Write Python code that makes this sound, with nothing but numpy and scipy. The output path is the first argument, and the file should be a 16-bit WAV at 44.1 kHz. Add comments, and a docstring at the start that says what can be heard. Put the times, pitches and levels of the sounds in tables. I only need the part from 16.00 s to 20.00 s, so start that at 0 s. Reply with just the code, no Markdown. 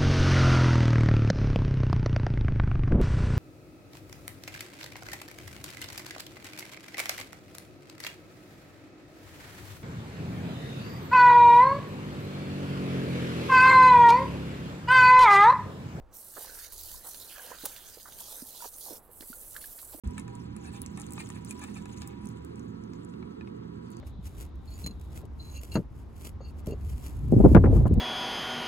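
"""A dog bites at a sprinkler jet over wet woodland ground. Light wind and a soft rush run throughout.
The jet, almost blocked at first, hisses from 0.14 s, spatters on the muzzle and patters on leaves.
From 0.35 s it drums in the open mouth and rings over the lips; jaws and paws slosh and plop.
It spits off the teeth from 0.7 s, hardest at 1.65 s; wet smacks join at 1.1 s.
Near 3 s the jet is almost blocked again, then the hiss and the biting go on to 4 s."""
import sys
import numpy as np
from scipy import signal
from scipy.fft import rfft, irfft, next_fast_len
from scipy.io import wavfile
from scipy.ndimage import uniform_filter1d, map_coordinates

SR = 44100
rng = np.random.default_rng(int(sys.argv[2]) if len(sys.argv) > 2 else 0)


def generate_wav(signal):
    """Clip the signal to [-1, 1] and save it as 16-bit WAV at the path in sys.argv[1]."""
    frames = np.transpose(np.atleast_2d(signal))
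    scaled = np.clip(frames, -1, 1) * 32767
    pcm = np.round(scaled).astype(np.int16)
    wavfile.write(sys.argv[1], SR, pcm)


N = 4 * SR

# Source spectra. Each row: frequency in Hz, relative density in dB.
AIR_SPECTRUM = [(50, 1), (95, 3), (140, -2), (250, 0), (500, 1), (900, -3), (1400, -9), (2200, -19.5),
                (4000, -27), (8000, -33), (15000, -42)]
WIND_SPECTRUM = [(10, -10), (25, 0), (40, -4.5), (60, -7), (85, -11.5), (130, -20), (300, -57), (900, -100)]
HISS_SPECTRUM = [(1000, -52), (2500, -40), (4500, -23.5), (7000, -8.5), (8200, -3.5), (9500, -0.5),
                 (12000, 0.5), (14000, -.5), (15800, -5.5)]
SPATTER_SPECTRUM = [(800, -28), (1700, -5), (2600, -7), (3400, -3.5), (4400, 1.5), (5300, -0.5), (6300, 2),
                    (8000, -4.5), (10000, -10), (15000, -6.5)]
PATTER_SPECTRUM = [(500, -12), (1200, -4.5), (2000, -0.5), (2600, 0), (3500, -0.5), (5500, -5.5),
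                   (12000, -9)]
LOW_CAVITY_SPECTRUM = [(60, -45), (160, -9), (300, -11), (490, 4), (720, 0.5), (950, 1.5), (1250, -6.5),
                       (2200, -33.5)]
HIGH_CAVITY_SPECTRUM = [(600, -36), (1100, -5.5), (1550, 5), (1800, 0.5), (2200, -10.5), (3200, -13.5),
                        (6000, -43)]
SPIT_SPECTRUM = [(300, -13), (2500, -15), (5500, -9.5), (8000, -5), (12500, -1), (15800, 0)]
SMACK_SPECTRUM = [(300, -8), (1500, -8), (2600, -3), (4300, 2), (6500, -8), (10000, -9), (15800, -2)]
# Wind, jet hiss and spatter envelopes. Each row: time in seconds, relative level in dB.
WIND_LEVELS = [(0.0, -49.5), (0.19, -70), (0.96, -56), (1.01, -66.5), (1.98, -65), (2.57, -72), (2.78, -63),
               (2.84, -71.5), (3.71, -59.5), (3.74, -72), (3.97, -60.5), (4.0, -81)]
HISS_LEVELS = [(0, -94), (.11, -95), (.14, -52.5), (.19, -49.5), (.33, -50), (.44, -42.5), (.48, -51),
               (.61, -45), (.66, -48.5), (.715, -58), (.725, -49), (.75, -49), (.95, -47), (1.0, -55),
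               (1.03, -55), (1.05, -47.5), (1.09, -41), (1.12, -47.5), (1.38, -51), (1.43, -48),
               (1.58, -55), (1.65, -46.5), (1.68, -50), (1.89, -54.5), (2.13, -55.5), (2.21, -43),
               (2.23, -50.5), (2.37, -43.5), (2.43, -48.5), (2.52, -50), (2.65, -45.5), (2.7, -50.5),
               (2.86, -46), (2.97, -49), (3.01, -65.5), (3.06, -60.5), (3.095, -72), (3.115, -52),
               (3.25, -51), (3.31, -45), (3.35, -50.5), (3.55, -46.5), (4, -49.5)]
SPATTER_LEVELS = [(0.0, -98), (0.1, -93), (0.13, -65), (0.29, -64), (0.46, -50), (0.48, -57), (0.66, -53),
                  (0.7, -66.5), (0.78, -51.5), (0.97, -54.5), (1.01, -63), (1.08, -53), (1.35, -57.5),
                  (1.47, -55), (1.56, -56), (1.65, -53), (1.66, -55), (1.67, -51.5), (1.71, -57),
                  (2.17, -59.5), (2.19, -52.5), (2.29, -52.5), (2.33, -52.5), (2.38, -58.5), (2.66, -51),
                  (2.71, -68.5), (2.74, -57), (2.8, -62), (2.81, -55), (2.97, -57), (3.02, -78), (3.2, -67),
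                  (3.21, -55), (3.23, -64), (3.33, -60.5), (3.35, -71), (3.59, -61), (3.9, -68.5),
                  (3.94, -59), (4.0, -77)]
# Lower edge of the jet noise. Each row: time in seconds, cutoff in Hz.
JET_CUTOFFS = [(0, 8900), (.1, 9000), (.135, 3500), (.17, 4500), (.3, 3150), (.44, 2220), (.65, 2020),
               (.73, 3420), (.95, 2940), (1.11, 3500), (1.15, 2420), (1.19, 3520), (1.27, 3300),
               (1.33, 1500), (1.9, 1970), (2.06, 3500), (2.15, 2400), (2.46, 3350), (2.58, 3080),
               (2.65, 2230), (2.74, 4070), (2.84, 3630), (2.962, 2180), (3.01, 8200), (3.1, 9100),
               (3.16, 6800), (3.22, 3500), (4, 3430)]
# Mouth cavity drumming. Each row: time in seconds, low resonance in dB, high resonance in dB.
MOUTH_LEVELS = [(0, -69, -91), (.33, -74, -70), (.41, -59.5, -61), (.66, -70, -60), (.73, -68.5, -75),
                (1.02, -72, -64.5), (1.07, -50.5, -66), (1.13, -73.5, -70), (1.28, -70, -68),
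                (1.39, -57, -52), (1.46, -54, -60.5), (1.54, -62, -52), (1.6, -72, -62.5), (1.78, -68, -63),
                (2.0, -97, -72.5), (2.21, -72.5, -73.5), (2.3, -55, -89), (2.38, -61, -61.5),
                (2.54, -70, -96), (2.63, -53.5, -56.5), (2.69, -66, -76), (2.82, -70.5, -93),
                (2.92, -57, -65), (3.02, -71, -87), (4, -71.5, -73.5)]
# Lip resonance, lower as the cavity deepens. Each row: time in seconds, centre in Hz, level in dB.
LIP_RESONANCE = [(0, 4440, -106), (.36, 4300, -69), (.43, 3830, -64), (.5, 4300, -71), (.74, 4540, -63.5),
                 (.81, 4730, -60), (1.0, 4550, -72), (1.15, 3950, -83), (1.22, 4150, -52),
                 (1.28, 3470, -75), (1.304, 3060, -53), (1.36, 3130, -64.5), (1.47, 2970, -62),
                 (1.6, 3000, -67.5), (1.82, 3440, -61), (2.15, 3520, -91), (2.34, 3760, -61),
                 (2.46, 4380, -74), (2.57, 3740, -59), (2.65, 3340, -82), (2.72, 4070, -84), (4, 4230, -99)]
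# Bubble clusters. Each row: start in seconds, level in dB, length in seconds, centre pitch in Hz.
SLOSH_EVENTS = [(0.361, -49.5, 0.023, 485), (0.388, -56, .014, 600), (1.043, -57.5, 0.049, 950),
                (0.366, -48.5, .017, 1480), (1.353, -61, 0.011, 1660), (1.4, -75, 0.014, 1430),
                (1.635, -46.5, 0.011, 537), (1.649, -50, 0.019, 1240), (1.975, -59.5, .014, 650),
                (2.054, -53, .012, 1470), (2.071, -54.5, 0.02, 1460), (2.203, -56.5, 0.013, 940),
                (2.644, -48.5, 0.016, 876), (2.858, -57.5, .04, 750), (2.902, -51, 0.033, 528),
                (3.221, -55, 0.014, 2050), (3.222, -54, .012, 460), (3.549, -54.5, 0.034, 1670),
                (3.78, -61.5, 0.018, 1890), (3.826, -59, 0.01, 975), (3.931, -51.5, 0.017, 680),
                (3.979, -56.5, .012, 510)]
# Air pockets. Each row: start in seconds, relative level in dB, pitch in Hz, T60 in seconds.
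PLOP_EVENTS = [(.494, -41, 520, 0.016), (.495, -42.5, 1510, 0.026), (.553, -39.5, 1570, 0.013),
               (0.944, -43.5, 996, 0.027), (1.361, -40.5, 1700, 0.031), (1.378, -42, 600, 0.021),
               (1.395, -38, 1630, 0.031), (1.513, -37, 492, 0.038), (1.517, -33, 986, 0.027),
               (1.636, -37.5, 292, 0.052), (1.657, -31, 850, 0.019), (1.663, -39, 530, 0.033),
               (1.972, -39.5, 466, 0.029), (2.057, -37, 1240, 0.019), (2.423, -35, 257, 0.04),
               (2.605, -46, 1400, 0.035), (2.622, -37.5, 953, 0.054), (2.643, -35, 933, 0.045),
               (2.656, -42, 447, 0.049), (2.907, -40, 313, 0.071), (3.091, -49, 477, 0.064),
               (3.207, -38.5, 283, 0.026), (3.3, -38.5, 245, 0.044), (3.329, -38, 1410, 0.033),
               (3.564, -26.5, 1660, 0.013), (3.641, -38, 1680, 0.027), (3.946, -39, 294, 0.058)]
# Droplet bursts. Each row: start in seconds, level in dB, T60 in seconds.
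SPIT_EVENTS = [(.7222, -33, .02), (.731, -39, .03), (1.144, -42, .02), (1.6533, -26, .02),
               (1.6554, -16, .005), (1.658, -24, .03), (2.7843, -32, .008), (2.808, -38, .015),
               (2.85, -37, .008)]
SMACK_EVENTS = [(1.144, -40.5, 0.038), (1.762, -40, 0.04), (1.998, -46, 0.035), (2.122, -42.5, 0.026),
                (2.1875, -43, 0.012), (2.644, -44, .03), (2.802, -66, 0.019), (3.2075, -35, 0.014),
                (3.33, -52, 0.051), (3.564, -39, 0.029), (3.612, -50.5, 0.22), (3.641, -49, .04),
                (3.787, -48, 0.1), (3.925, -50.5, 0.14)]
# Scatter from trunks and ground. Each row: frequency in Hz, T60 in seconds.
WOODS_DECAY = [(200, 0.075), (2000, 0.17), (12000, 0.29)]
# Lead of the right channel. Each row: frequency in Hz, phase in radians.
RIGHT_PHASE_LEAD = [(50, 0), (300, .1), (900, .3), (4000, .45), (11000, .52), (15800, .3)]


def amp(db):
    return 10 ** (np.asarray(db) / 20)


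def unit_rms(x):
    return x / np.sqrt(np.mean(x ** 2) + 1e-20)


def decay(t, t60_s):
    return np.exp(-np.log(1000) * t / t60_s)


def log_interp(rows, hz):
    """Table value at hz, on a log frequency axis."""
    knots_hz, values = np.transpose(rows)
    return np.interp(np.log(hz + 1), np.log(knots_hz + 1), values)


def curves(rows):
    """One per-sample curve for each column after the time."""
    times_s, *columns = np.transpose(rows)
    return [np.interp(np.arange(N) / SR, times_s, column) for column in columns]


def wobble(rate_hz):
    """Smooth random curve with knots at rate_hz."""
    knots = rng.standard_normal(int(N * rate_hz / SR) + 4)
    return map_coordinates(knots, [np.arange(N) * rate_hz / SR])


def filtered(x, response):
    size = next_fast_len(N + SR // 2)
    return irfft(rfft(x, size) * response(np.fft.rfftfreq(size, 1 / SR)), size)[..., :N]


def coloured(x, spectrum):
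    """Spectral shaping that keeps the power of white noise."""
    return filtered(x, lambda hz: unit_rms(amp(log_interp(spectrum, hz))))


def mix_in(track, start_s, sound):
    i = int(np.clip(round(start_s * SR), 0, N - 1))
    track[i:i + len(sound)] += sound[:N - i]


def panned(x, right_db):
    """Point source: right channel right_db over the left and slightly earlier."""
    side = np.array([[-.5], [.5]])
    return filtered(x, lambda hz: amp(side * right_db) * np.exp(1j * side * log_interp(RIGHT_PHASE_LEAD, hz)))


def spread(source, spectrum, right_db, diffuse_db):
    """Panned source plus diffuse noise, coloured and normalised."""
    pair = coloured(panned(source, right_db) + amp(diffuse_db) * rng.standard_normal((2, N)), spectrum)
    return pair / pair.mean(0).std()


def outdoors():
    """Soft, uneven rush of air; light wind rumbles on the microphone."""
    air = spread(rng.standard_normal(N), AIR_SPECTRUM, right_db=3, diffuse_db=-7)
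    wind = spread(rng.standard_normal(N), WIND_SPECTRUM, right_db=-2, diffuse_db=2)
    air_db = -62.5 + 1.5 * wobble(17)
    wind_db = curves(WIND_LEVELS)[0] + 2.0 + 1.5 * wobble(7.86)
    return air * amp(air_db) + wind * amp(wind_db)


def droplets(rate_hz, spread_db, mist):
    """Random impacts of random size over a share of smooth mist."""
    hits = (rng.random(N) < rate_hz / SR) * rng.standard_normal(N)
    sizes = amp(spread_db * np.clip(rng.standard_normal(N), -2, 2))
    return unit_rms(unit_rms(hits * sizes) + mist * rng.standard_normal(N))


def patchy(x, depth_db):
    """The colour shifts at random as the stream breaks up."""
    bins = signal.stft(x, nperseg=1024)[2]
    field = uniform_filter1d(rng.standard_normal(bins.shape[1:]), size=9, axis=0)
    field = unit_rms(uniform_filter1d(field, size=5, axis=1))
    return unit_rms(signal.istft(bins * amp(depth_db * field), nperseg=1024)[1][:, :N]) * x.std()


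def jet_highpass(x):
    """Moving cutoff: low on a square hit, high when the jet grazes or is pinched off."""
    times_s, cutoff_hz = np.transpose(JET_CUTOFFS)
    hz, t, bins = signal.stft(x, SR, nperseg=256)
    gain = 1 / np.sqrt(1 + (np.interp(t, times_s, cutoff_hz) / (hz[:, None] + 1)) ** 10)
    return signal.istft(bins * gain, SR, nperseg=256)[1][:, :N]


def jet():
    """Fine hiss and coarser spatter flutter together; the spatter also clumps."""
    flutter_db = 1.14 * wobble(45) + 1.12 * wobble(240)
    clumps_db = 1.07 * wobble(40.08) + wobble(150)
    fine = droplets(rate_hz=5000, spread_db=4.5, mist=1.0)
    hiss = spread(fine, HISS_SPECTRUM, right_db=5.2, diffuse_db=-4.5)
    coarse = droplets(rate_hz=2000, spread_db=4, mist=1.0)
    spatter = spread(coarse, SPATTER_SPECTRUM, right_db=7.5, diffuse_db=-2)
    hiss = patchy(hiss, depth_db=2.43) * amp(curves(HISS_LEVELS)[0] + flutter_db + 0.62)
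    spatter_db = curves(SPATTER_LEVELS)[0] + flutter_db + clumps_db + 2.32
    return jet_highpass(hiss + patchy(spatter, depth_db=3.44) * amp(spatter_db))


def leaf_patter():
    """Stray drops hit wet leaves; the level follows the hiss."""
    drops = np.array([droplets(rate_hz=900, spread_db=2.5, mist=0.7) for _ in range(2)])
    level_db = curves(HISS_LEVELS)[0] - 21 + 2.3 * wobble(22)
    return panned(coloured(drops, PATTER_SPECTRUM), right_db=5) * amp(level_db)


def mouth_drumming():
    """Drops excite two cavity resonances of the open mouth."""
    low_db, high_db = curves(MOUTH_LEVELS)
    low_drops = droplets(rate_hz=400, spread_db=6.0, mist=0.69)
    low = spread(low_drops, LOW_CAVITY_SPECTRUM, right_db=7, diffuse_db=-14)
    high_drops = droplets(rate_hz=350, spread_db=4, mist=0.9)
    high = spread(high_drops, HIGH_CAVITY_SPECTRUM, right_db=11, diffuse_db=-4)
    return patchy(low, depth_db=4.0) * amp(low_db) + patchy(high, depth_db=3.5) * amp(high_db)


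def lip_ring(half_width_hz=400):
    """Drops ring one narrow resonance that glides with the mouth's shape."""
    times_s, centre_hz, _ = np.transpose(LIP_RESONANCE)
    hz, t, bins = signal.stft(droplets(rate_hz=1800, spread_db=1.0, mist=0.5), SR, nperseg=256)
    band = 1 / (1 + ((hz[:, None] - np.interp(t, times_s, centre_hz)) / half_width_hz) ** 2)
    ring = unit_rms(signal.istft(bins * band, SR, nperseg=256)[1][:N])
    return panned(ring * amp(curves(LIP_RESONANCE)[1]), right_db=9)


def bubble(hz, t60_s, attack_s, rise=0.042):
    """Damped ring; the pitch rises slightly as it dies."""
    t = np.arange(SR // 12) / SR
    phase = 2 * np.pi * np.cumsum(hz * (1 + rise * np.minimum(t / t60_s, 1))) / SR
    return np.sin(phase) * decay(t, t60_s) * (1 - np.exp(-t / attack_s))


def sloshes(count=14, pitch_scatter=0.18, t60_cycles=11, lowpass_hz=2150):
    """Jaws and paws stir clusters of short-lived bubbles, muffled by the mouth."""
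    track = np.zeros(N)
    for start_s, db, length_s, centre_hz in SLOSH_EVENTS:
        cluster = np.zeros(N)
        onsets_s = start_s + length_s * (np.arange(count) + rng.random(count)) / count
        pitches_hz = centre_hz * np.exp(pitch_scatter * rng.standard_normal(count))
        for onset_s, hz in zip(onsets_s, pitches_hz):
            mix_in(cluster, onset_s, bubble(hz, t60_cycles / hz, attack_s=0.0003))
        track += amp(db) * cluster * np.sqrt(length_s * SR / (np.sum(cluster ** 2) + 1e-20))
    return panned(filtered(track, lambda hz: 1 / (1 + (hz / lowpass_hz) ** 10)), right_db=8.5)


def plops():
    """Single air pockets close and ring in the mouth and the puddle."""
    track = np.zeros(N)
    for start_s, db, hz, t60_s in PLOP_EVENTS:
        mix_in(track, start_s, amp(db + 0.5) * bubble(hz, t60_s, attack_s=0.00091))
    return panned(track, right_db=6.5)


def bursts(events, spectrum, attack_s):
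    """Sudden droplet showers as fast-decaying noise."""
    envelope, t = np.zeros(N), np.arange(SR // 8) / SR
    for start_s, db, t60_s in events:
        mix_in(envelope, start_s, amp(db) * decay(t, t60_s) * (1 - np.exp(-t / attack_s)))
    return coloured(envelope * rng.standard_normal(N), spectrum)


def spits():
    """The jet glances sharply off the teeth."""
    return panned(bursts(SPIT_EVENTS, SPIT_SPECTRUM, attack_s=0.0004), right_db=5.5)


def smacks():
    """Wet lips and jaws smack."""
    return panned(bursts(SMACK_EVENTS, SMACK_SPECTRUM, attack_s=0.00057), right_db=7)


def woods_scatter(x):
    """Trunks and ground return a short diffuse tail."""
    hz, t, bins = signal.stft(rng.standard_normal((2, SR // 3)), SR, nperseg=256)
    tail = signal.istft(bins * decay(t, log_interp(WOODS_DECAY, hz)[:, None]), SR, nperseg=256)[1]
    return signal.fftconvolve(x.mean(0)[None], tail / np.linalg.norm(tail[0]), axes=1)[:, :N]


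def scene():
    """Stereo mix; only the dog feeds the woods' scatter."""
    dog = sloshes() + plops() + smacks()
    water = spits() + jet() + leaf_patter() + mouth_drumming() + lip_ring()
    return water + dog + amp(-11) * woods_scatter(dog) + outdoors()


def record(dry):
    """Brick-wall low-pass."""
    cutoff_hz = 15870
    return filtered(dry, lambda hz: hz < cutoff_hz)


dry = scene()
out = record(dry)
generate_wav(out)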